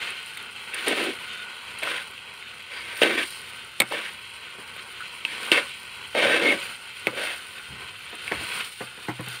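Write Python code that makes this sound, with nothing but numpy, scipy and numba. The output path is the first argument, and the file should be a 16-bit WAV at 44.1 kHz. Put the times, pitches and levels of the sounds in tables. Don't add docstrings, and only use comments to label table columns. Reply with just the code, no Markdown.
import sys
import numpy as np
from scipy import signal
from scipy.fft import rfft, irfft
from scipy.io import wavfile
from scipy.ndimage import uniform_filter1d
from numba import njit

SR = 44100
rng = np.random.default_rng(int(sys.argv[2]) if len(sys.argv) > 2 else 0)


def generate_wav(sig):
    pcm = np.round(np.clip(np.atleast_2d(sig).T, -1, 1) * 32767).astype(np.int16)
    wavfile.write(sys.argv[1], SR, pcm)


N = 414540
T = np.arange(N) / SR
TOP_HZ = 15650


def undb(db):
    return 10 ** (np.asarray(db) / 20)


def unit(h):
    return h / np.sqrt(np.sum(h ** 2))


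def through(x, h):
    return signal.fftconvolve(x, h)[:N]


def butter(x, order, hz, kind):
    return signal.sosfilt(signal.butter(order, hz, kind, fs=SR, output="sos"), x)


def colour(points, size=8192):
    hz, db = np.transpose(points)
    f = np.maximum(np.arange(size // 2 + 1) * SR / size, 1)
    gain = undb(np.interp(np.log(f), np.log(hz), db))
    cepstrum = irfft(np.log(gain))
    cepstrum[1:size // 2] *= 2
    cepstrum[size // 2 + 1:] = 0
    return unit(irfft(np.exp(rfft(cepstrum))))


def ring(modes, size=8192):
    t = T[:size]
    return unit(sum(undb(db) * np.sqrt(width) * np.exp(-np.pi * width * t) * np.cos(2 * np.pi * hz * t)
                    for hz, width, db in modes))


def soft_ring(hz, width, size):
    mode = ring([(hz, width, 0)], size)
    return unit(np.convolve(mode, mode))


def smear(h, t60, tail_db, size=8192):
    tail = undb(tail_db) * unit(rng.standard_normal(size) * undb(-60 * T[:size] / t60))
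    tail[0] += 1
    spread = rfft(tail)
    spread /= np.sqrt(uniform_filter1d(abs(spread) ** 2, size=25))
    return unit(irfft(rfft(h) * spread) * (np.arange(size) < size / 2))


def walk(rate):
    knots = rng.standard_normal(N // 20)
    return np.interp(T * rate, np.arange(len(knots)), knots)


def wandering(x, h, t60, tail_db, rate):
    shares = np.array([walk(rate) ** 2 for _ in range(3)])
    shares /= shares.sum(axis=0)
    spots = sum(through(x * np.sqrt(share), smear(h, t60, tail_db)) for share in shares)
    return spots / np.sqrt(1 + 1 / (1 + undb(2 * tail_db)))


def grains(rate, spread_db):
    clicks = (rng.random(N) < rate / SR) * rng.choice([-1, 1], N)
    clicks = clicks * undb(spread_db * np.minimum(rng.exponential(size=N), 6))
    return clicks / np.std(clicks)


def add(track, start, sound):
    i = int(start * SR)
    track[i:i + len(sound)] += sound[:N - i]


def contact(length, count=4):
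    push = np.zeros(SR // 20)
    order = np.arange(count)
    when = (order + (order > 0) * rng.uniform(-.5, .5, count)) * length / count
    push[np.clip(when * SR, 0, len(push) - 1).astype(int)] = (-.8) ** order
    return unit(push) * np.sqrt(SR / 100)


def envelope(start, rise, length, release):
    age = T - start
    return np.clip(age / rise, 0, 1) * np.exp(-np.maximum(age - length, 0) / release)


def arch(start, length):
    return np.sqrt(np.clip(1 - (2 * (T - start) / length - 1) ** 2, 0, 1))


@njit
def resonate(x, hz, width):
    y, band, low = np.empty(len(x)), 0., 0.
    for i in range(len(x)):
        g, damping = np.tan(np.pi * hz[i] / SR), width / hz[i]
        v = (band + g * (x[i] + 1e-18 - low)) / (1 + g * (g + damping))
        band, low = 2 * v - band, low + 2 * g * v
        y[i] = damping * v
    return y * np.sqrt(SR / np.pi / width)


# f/Hz, level/dB
FLAME_SPECTRUM = [(30, -22), (50, -5), (75, 1), (120, 0), (200, -7), (400, -20), (1500, -45)]
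# t/s, rise/s, length/s, level/dB
FIRE_DRAUGHTS = [(7.682, 0.022, 0.043, -46), (8.2, .14, 0.24, -49.5)]
def fire(steady_db=-61):
    flares = sum(undb(db) * envelope(start, rise, length, release=0.055)
                 for start, rise, length, db in FIRE_DRAUGHTS)
    rumble = through(rng.standard_normal(N), colour(FLAME_SPECTRUM))
    return rumble * (undb(steady_db) + flares) * undb(2 * walk(6.7))


# f/Hz, level/dB
BUBBLE_SPECTRUM = [(100, -25.5), (200, -12), (450, -11), (650, -11.5), (950, -3), (1200, -5.5), (1500, 1.5),
                   (1830, -8.5), (2200, -0.5), (3200, -2), (4200, -9.5), (5500, -27.5), (7500, -25.5),
                   (15500, -43)]
def bubbles():
    bursts = grains(rate=3000, spread_db=1.5)
    both = wandering(bursts, colour(BUBBLE_SPECTRUM), t60=0.021, tail_db=2.5, rate=6)
    big = signal.sosfiltfilt(signal.butter(2, 1800, fs=SR, output="sos"), both)
    small = both - big
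    return big * undb(2.34 * walk(17)) + small * undb(1.36 * walk(28))


# f/Hz, level/dB
SPRAY_SPECTRUM = [(2000, -16), (4500, 1.5), (6500, -10.5), (8000, -7.5), (8700, 4), (9300, 2.5),
                  (10100, -6.5), (12000, -17), (14500, -10.5), (15500, -11)]
def spray():
    fizz = undb(1) * rng.standard_normal(N) + undb(-6) * grains(rate=520, spread_db=4)
    fizz *= undb(2.46 * walk(40))
    return wandering(fizz, colour(SPRAY_SPECTRUM), t60=0.013, tail_db=4, rate=8.1)


# t/s, level/dB
LOUD_SPITS = [(0.744, -33), (.882, -27.5), (1.787, -41), (2.975, -37), (3.305, -39.5), (9.208, -44),
              (9.284, -36)]
# f/Hz, level/dB
TICK_SPECTRUM = [(2000, -29), (3800, 19), (5300, -16), (8500, 7), (11000, 2), (14000, -1.5), (15500, -9)]
def spits(spray_gain, centre_hz=10500, spread_octaves=0.28, width_hz=2200.):
    drops = undb(-5.5) * spray_gain * grains(rate=55, spread_db=2.7)
    for start, db in LOUD_SPITS:
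        add(drops, start, undb(db) * contact(length=0.0036))
    hz = np.clip(centre_hz * 2 ** (spread_octaves * walk(50)), width_hz, TOP_HZ)
    bursts = undb(-5) * drops + undb(-4.5) * resonate(drops, hz, width_hz)
    bright = unit(colour(TICK_SPECTRUM) + colour(SPRAY_SPECTRUM))
    return through(bursts, smear(bright, t60=.022, tail_db=1))


# t/s, bubbling/dB, spray/dB
SIMMER_LEVELS = [(0, -39.5, -55.5), (1.7, -38, -54), (2.15, -42.5, -59), (3.6, -42, -54.5),
                 (4.5, -42, -54.5), (5.9, -40, -54), (9.4, -42.5, -53.5)]
# t/s, rise/s, length/s, bubbling/dB, spray/dB
SIZZLE_FLARES = [(0, 0.0033, 0.082, -33.5, -52), (0.74, 0.14, 0.29, -31.5, -44),
                 (1.75, 0.16, 0.14, -32.5, -46.5), (2.84, 0.15, 0.53, -44, -47),
                 (3.853, .08, 0.074, -37, -46.5), (5.212, 0.23, 0.4, -35.5, -46),
                 (6.14, 0.1, 0.099, -32, -53), (6.4, 0.08, 0.26, -38.5, -46.5), (7.06, 0.17, 0.2, -35, -45),
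                 (8.138, 0.29, 0.47, -35.5, -44), (9.218, 0.061, 0.12, -37.5, -48)]
def sizzle(bubble_decay_s=0.062, spray_decay_s=.15):
    times, *levels = np.transpose(SIMMER_LEVELS)
    bubble_power, spray_power = (undb(np.interp(T, times, db)) ** 2 for db in levels)
    for start, rise, length, bubble_db, spray_db in SIZZLE_FLARES:
        bubble_power += (undb(bubble_db) * envelope(start, rise, length, bubble_decay_s)) ** 2
        spray_power += (undb(spray_db) * envelope(start, rise, length, spray_decay_s)) ** 2
    bubble_gain, spray_gain = np.sqrt(bubble_power), np.sqrt(spray_power)
    return bubbles() * bubble_gain + spray() * spray_gain + spits(spray_gain)


# t/s, thud/dB, boom drive/dB
WOK_KNOCKS = [(3.805, -24, -44.5), (4.584, -40.5, -60), (6.256, -39, -46), (7.071, -25.5, -46),
              (8.129, -36, -69), (8.315, -25.5, -51), (8.411, -36, -62), (8.8066, -28.5, -46),
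              (8.975, -42, -62), (9.084, -24, -35), (9.193, -31.5, -34.5), (9.272, -41, -42)]
# f/Hz, level/dB
THUD_SPECTRUM = [(60, -49), (160, -14.5), (300, -2), (450, -2.5), (620, -7), (950, -6), (1400, -10),
                 (2000, -7.5), (2800, -28), (8000, -39)]
def knocks():
    thuds, booms = np.zeros(N), np.zeros(N)
    for start, thud_db, boom_db in WOK_KNOCKS:
        add(thuds, start, undb(thud_db) * contact(length=0.015, count=6))
        add(booms, start, undb(boom_db) * contact(length=.011, count=1))
    pan = smear(colour(THUD_SPECTRUM), t60=0.12, tail_db=6.5)
    stand = butter(ring([(124.3, 5.4, 3), (162, 33, 0)]), 2, [85, 190], "bandpass")
    return through(thuds, pan) + undb(6) * through(booms, stand)


# t/s, length/s, f/Hz, nominal width/Hz, level/dB
LIGHT_RUBS = [(1.254, 0.34, 1460, 130, -45), (2.715, 0.12, 4700, 650, -48), (4.996, 0.036, 1420, 500, -34)]
def rubs():
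    out = np.zeros(N)
    for start, length, hz, width, db in LIGHT_RUBS:
        hiss = through(rng.standard_normal(N), soft_ring(hz, 0.53 * width, size=1024))
        out += undb(db) * arch(start, length) * hiss
    return out


# t/s, length/s, level/dB
SQUEAKS = [(5.551, 0.043, -21.5), (6.455, 0.043, -16), (6.494, 0.043, -19.5)]
def chatter(hz=2170, waver=0.0183):
    swell = sum(undb(db) * arch(start, length) for start, length, db in SQUEAKS)
    roughness = undb(4.4 * walk(300))
    pitch = hz * (1 + waver * walk(400))
    return swell * roughness * np.sin(2 * np.pi * np.cumsum(pitch) / SR)


# f/Hz, width/Hz, level/dB
EDGE_RING = [(8700, 150, 21), (11000, 70, -13), (12200, 70, -38), (14200, 70, 8), (14860, 60, -6)]
def edge_tick(drive):
    tick = smear(colour(TICK_SPECTRUM), t60=.022, tail_db=1)
    return through(drive, unit(tick + undb(-9) * ring(EDGE_RING)))


# f/Hz, width/Hz, level/dB
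BOWL_RING = [(335.4, 20, 3.5), (491, 12, -1), (557, 9.1, 4)]
def bowl_growl(drive, hz):
    pressed = undb(-1) * resonate(drive, hz, width=178.)
    ringing = undb(-10.5) * through(drive, ring(BOWL_RING))
    return butter(pressed + ringing, 3, [185, 800], "bandpass")


# f/Hz, level/dB
RASP_SPECTRUM = [(300, -45.5), (750, -17), (1000, -6.5), (1250, -11), (1500, 2), (1800, -2.5), (2200, 1),
                 (3200, -4), (4300, -13), (5600, -29), (7800, -40.5), (9100, -17), (11000, -37),
                 (15500, -50)]
# f/Hz, width/Hz, level/dB
BLADE_RING = [(1057, 21, -15), (1460, 18, 2.5), (1539, 18, 3), (1940, 15, -29), (2219, 25, 6.5),
              (2165, 29, 2), (2590, 20, 2), (2660, 27, -5), (3000, 25, -27.5), (3140, 22, 3),
              (3650, 70, -38)]
def blade(drive, clacks):
    rasp = undb(-2.5) * wandering(drive, colour(RASP_SPECTRUM), t60=0.045, tail_db=4, rate=11)
    ringing = through(undb(-8.5) * drive + undb(-16.5) * clacks, ring(BLADE_RING))
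    return rasp + clacks + ringing


# t/s, length/s, rasp/dB
LIGHT_STIRS = [(0, .11, -36.5), (0.717, 0.1, -33), (2.695, 0.33, -36.5), (5.264, 0.23, -36.5),
               (8.23, .42, -38.5)]
# t/s, rise/s, length/s, rasp/dB, landing bite/dB, growl/dB, growl fade/(dB/s), start f/Hz, end f/Hz
HARD_SCRAPES = [(0.856, 0.011, 0.07, -26, 6, -25.5, 10, 440, 390),
                (0.957, 0.02, 0.14, -28.5, 5, -30, 5, 406, 350),
                (1.815, 0.011, 0.19, -28.5, 1, -35, 96, 553, 520),
                (3.014, 0.0048, 0.13, -24.5, 17, -24, 63, 487, 326),
                (3.151, .035, 0.08, -24, 2, -28.5, 170, 333, 330),
                (3.904, 0.016, 0.18, -30.5, 2, -25, 200, 580, 564),
                (5.515, 0.0048, 0.074, -22.5, 16, -32.5, -25, 374, 507),
                (6.14, 0.013, .24, -19, -10.5, -21, 26, 550, 477),
                (6.386, 0.054, .15, -21.5, 5, -23.5, 13, 477, 320),
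                (7.111, 0.095, 0.23, -28.5, -17, -24, 107, 440, 650)]
def strokes(bite_s=.025, ease_db_per_s=13.5):
    rasp = sum(undb(db) * envelope(start, 0.018, length, release=0.036)
               for start, length, db in LIGHT_STIRS)
    growl, glide = undb(-17) * rasp, []
    for start, rise, length, rasp_db, bite_db, growl_db, fade, from_hz, to_hz in HARD_SCRAPES:
        age = np.clip(T - start, 0, length)
        bite = bite_db * np.exp(-age / bite_s)
        rasp += undb(rasp_db + bite - ease_db_per_s * age) * envelope(start, rise, length, 0.018)
        growl += undb(growl_db + 0.32 * bite - fade * age) * envelope(start, rise, length, 0.02)
        glide += [(start, from_hz), (start + length, to_hz)]
    return rasp, growl, np.interp(T, *np.transpose(sorted(glide)))


# t/s, blade drive/dB, clack f/Hz, bowl drive/dB, edge drive/dB, contact/s
SPATULA_BLOWS = [(0.372, -43.5, 2130, -60, -40, 0.0069), (1.833, -34, 2300, -42, -37, .008),
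                 (1.874, -33.5, 1300, -53, -50, .004), (2.179, -43, 2650, -58, -58, 0.0037),
                 (2.426, -44, 2300, -58, -60, .008), (3.018, -25, 2400, -14.5, -38, 0.003),
                 (3.033, -20.5, 3000, -18, -32, 0.0029), (3.8018, -21, 3680, -26, -15.5, 0.0031),
                 (3.8048, -21, 2250, -43, -33, 0.0016), (3.819, -25.5, 2200, -32, -30, 0.0017),
                 (3.923, -30, 810, -38, -44, 0.0061), (4.764, -46, 2300, -48, -46, 0.0085),
                 (5.251, -25.5, 2720, -44, -66, 0.00423), (5.5177, -16, 2850, -20, -32, 0.0037),
                 (6.151, -33, 1950, -30, -52, 0.007), (7.07, -23, 2360, -22.5, -35, 0.0039),
                 (8.279, -35, 2320, -49, -55, .003), (8.32, -29, 1950, -28.5, -55, 0.0045)]
def spatula():
    slips = grains(rate=1300, spread_db=1.5) + undb(-3.5) * rng.standard_normal(N)
    slips *= undb(2 * walk(110))
    slips /= np.std(slips)
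    rasp_gain, growl_gain, bowl_hz = strokes()
    on_blade, on_bowl = slips * rasp_gain, slips * growl_gain
    on_edge, clacks = np.zeros(N), np.zeros(N)
    for start, blade_db, hz, bowl_db, edge_db, length in SPATULA_BLOWS:
        push = contact(length)
        add(on_blade, start, undb(blade_db - 2.5) * push)
        add(on_bowl, start, undb(bowl_db) * contact(length, count=1))
        add(on_edge, start, undb(edge_db) * push)
        add(clacks, start, undb(blade_db + 28.5) * soft_ring(hz, width=560, size=512))
    return blade(on_blade, clacks) + edge_tick(on_edge) + bowl_growl(on_bowl, bowl_hz)


def scene():
    return (spatula() + chatter() + rubs() + knocks() + sizzle() + fire())[None]


def record(dry):
    low_cut = butter(np.tanh(dry), 3, 52, "highpass")
    return signal.sosfilt(signal.ellip(10, .2, 80, TOP_HZ, fs=SR, output="sos"), low_cut)


dry = scene()
out = record(dry)
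generate_wav(out)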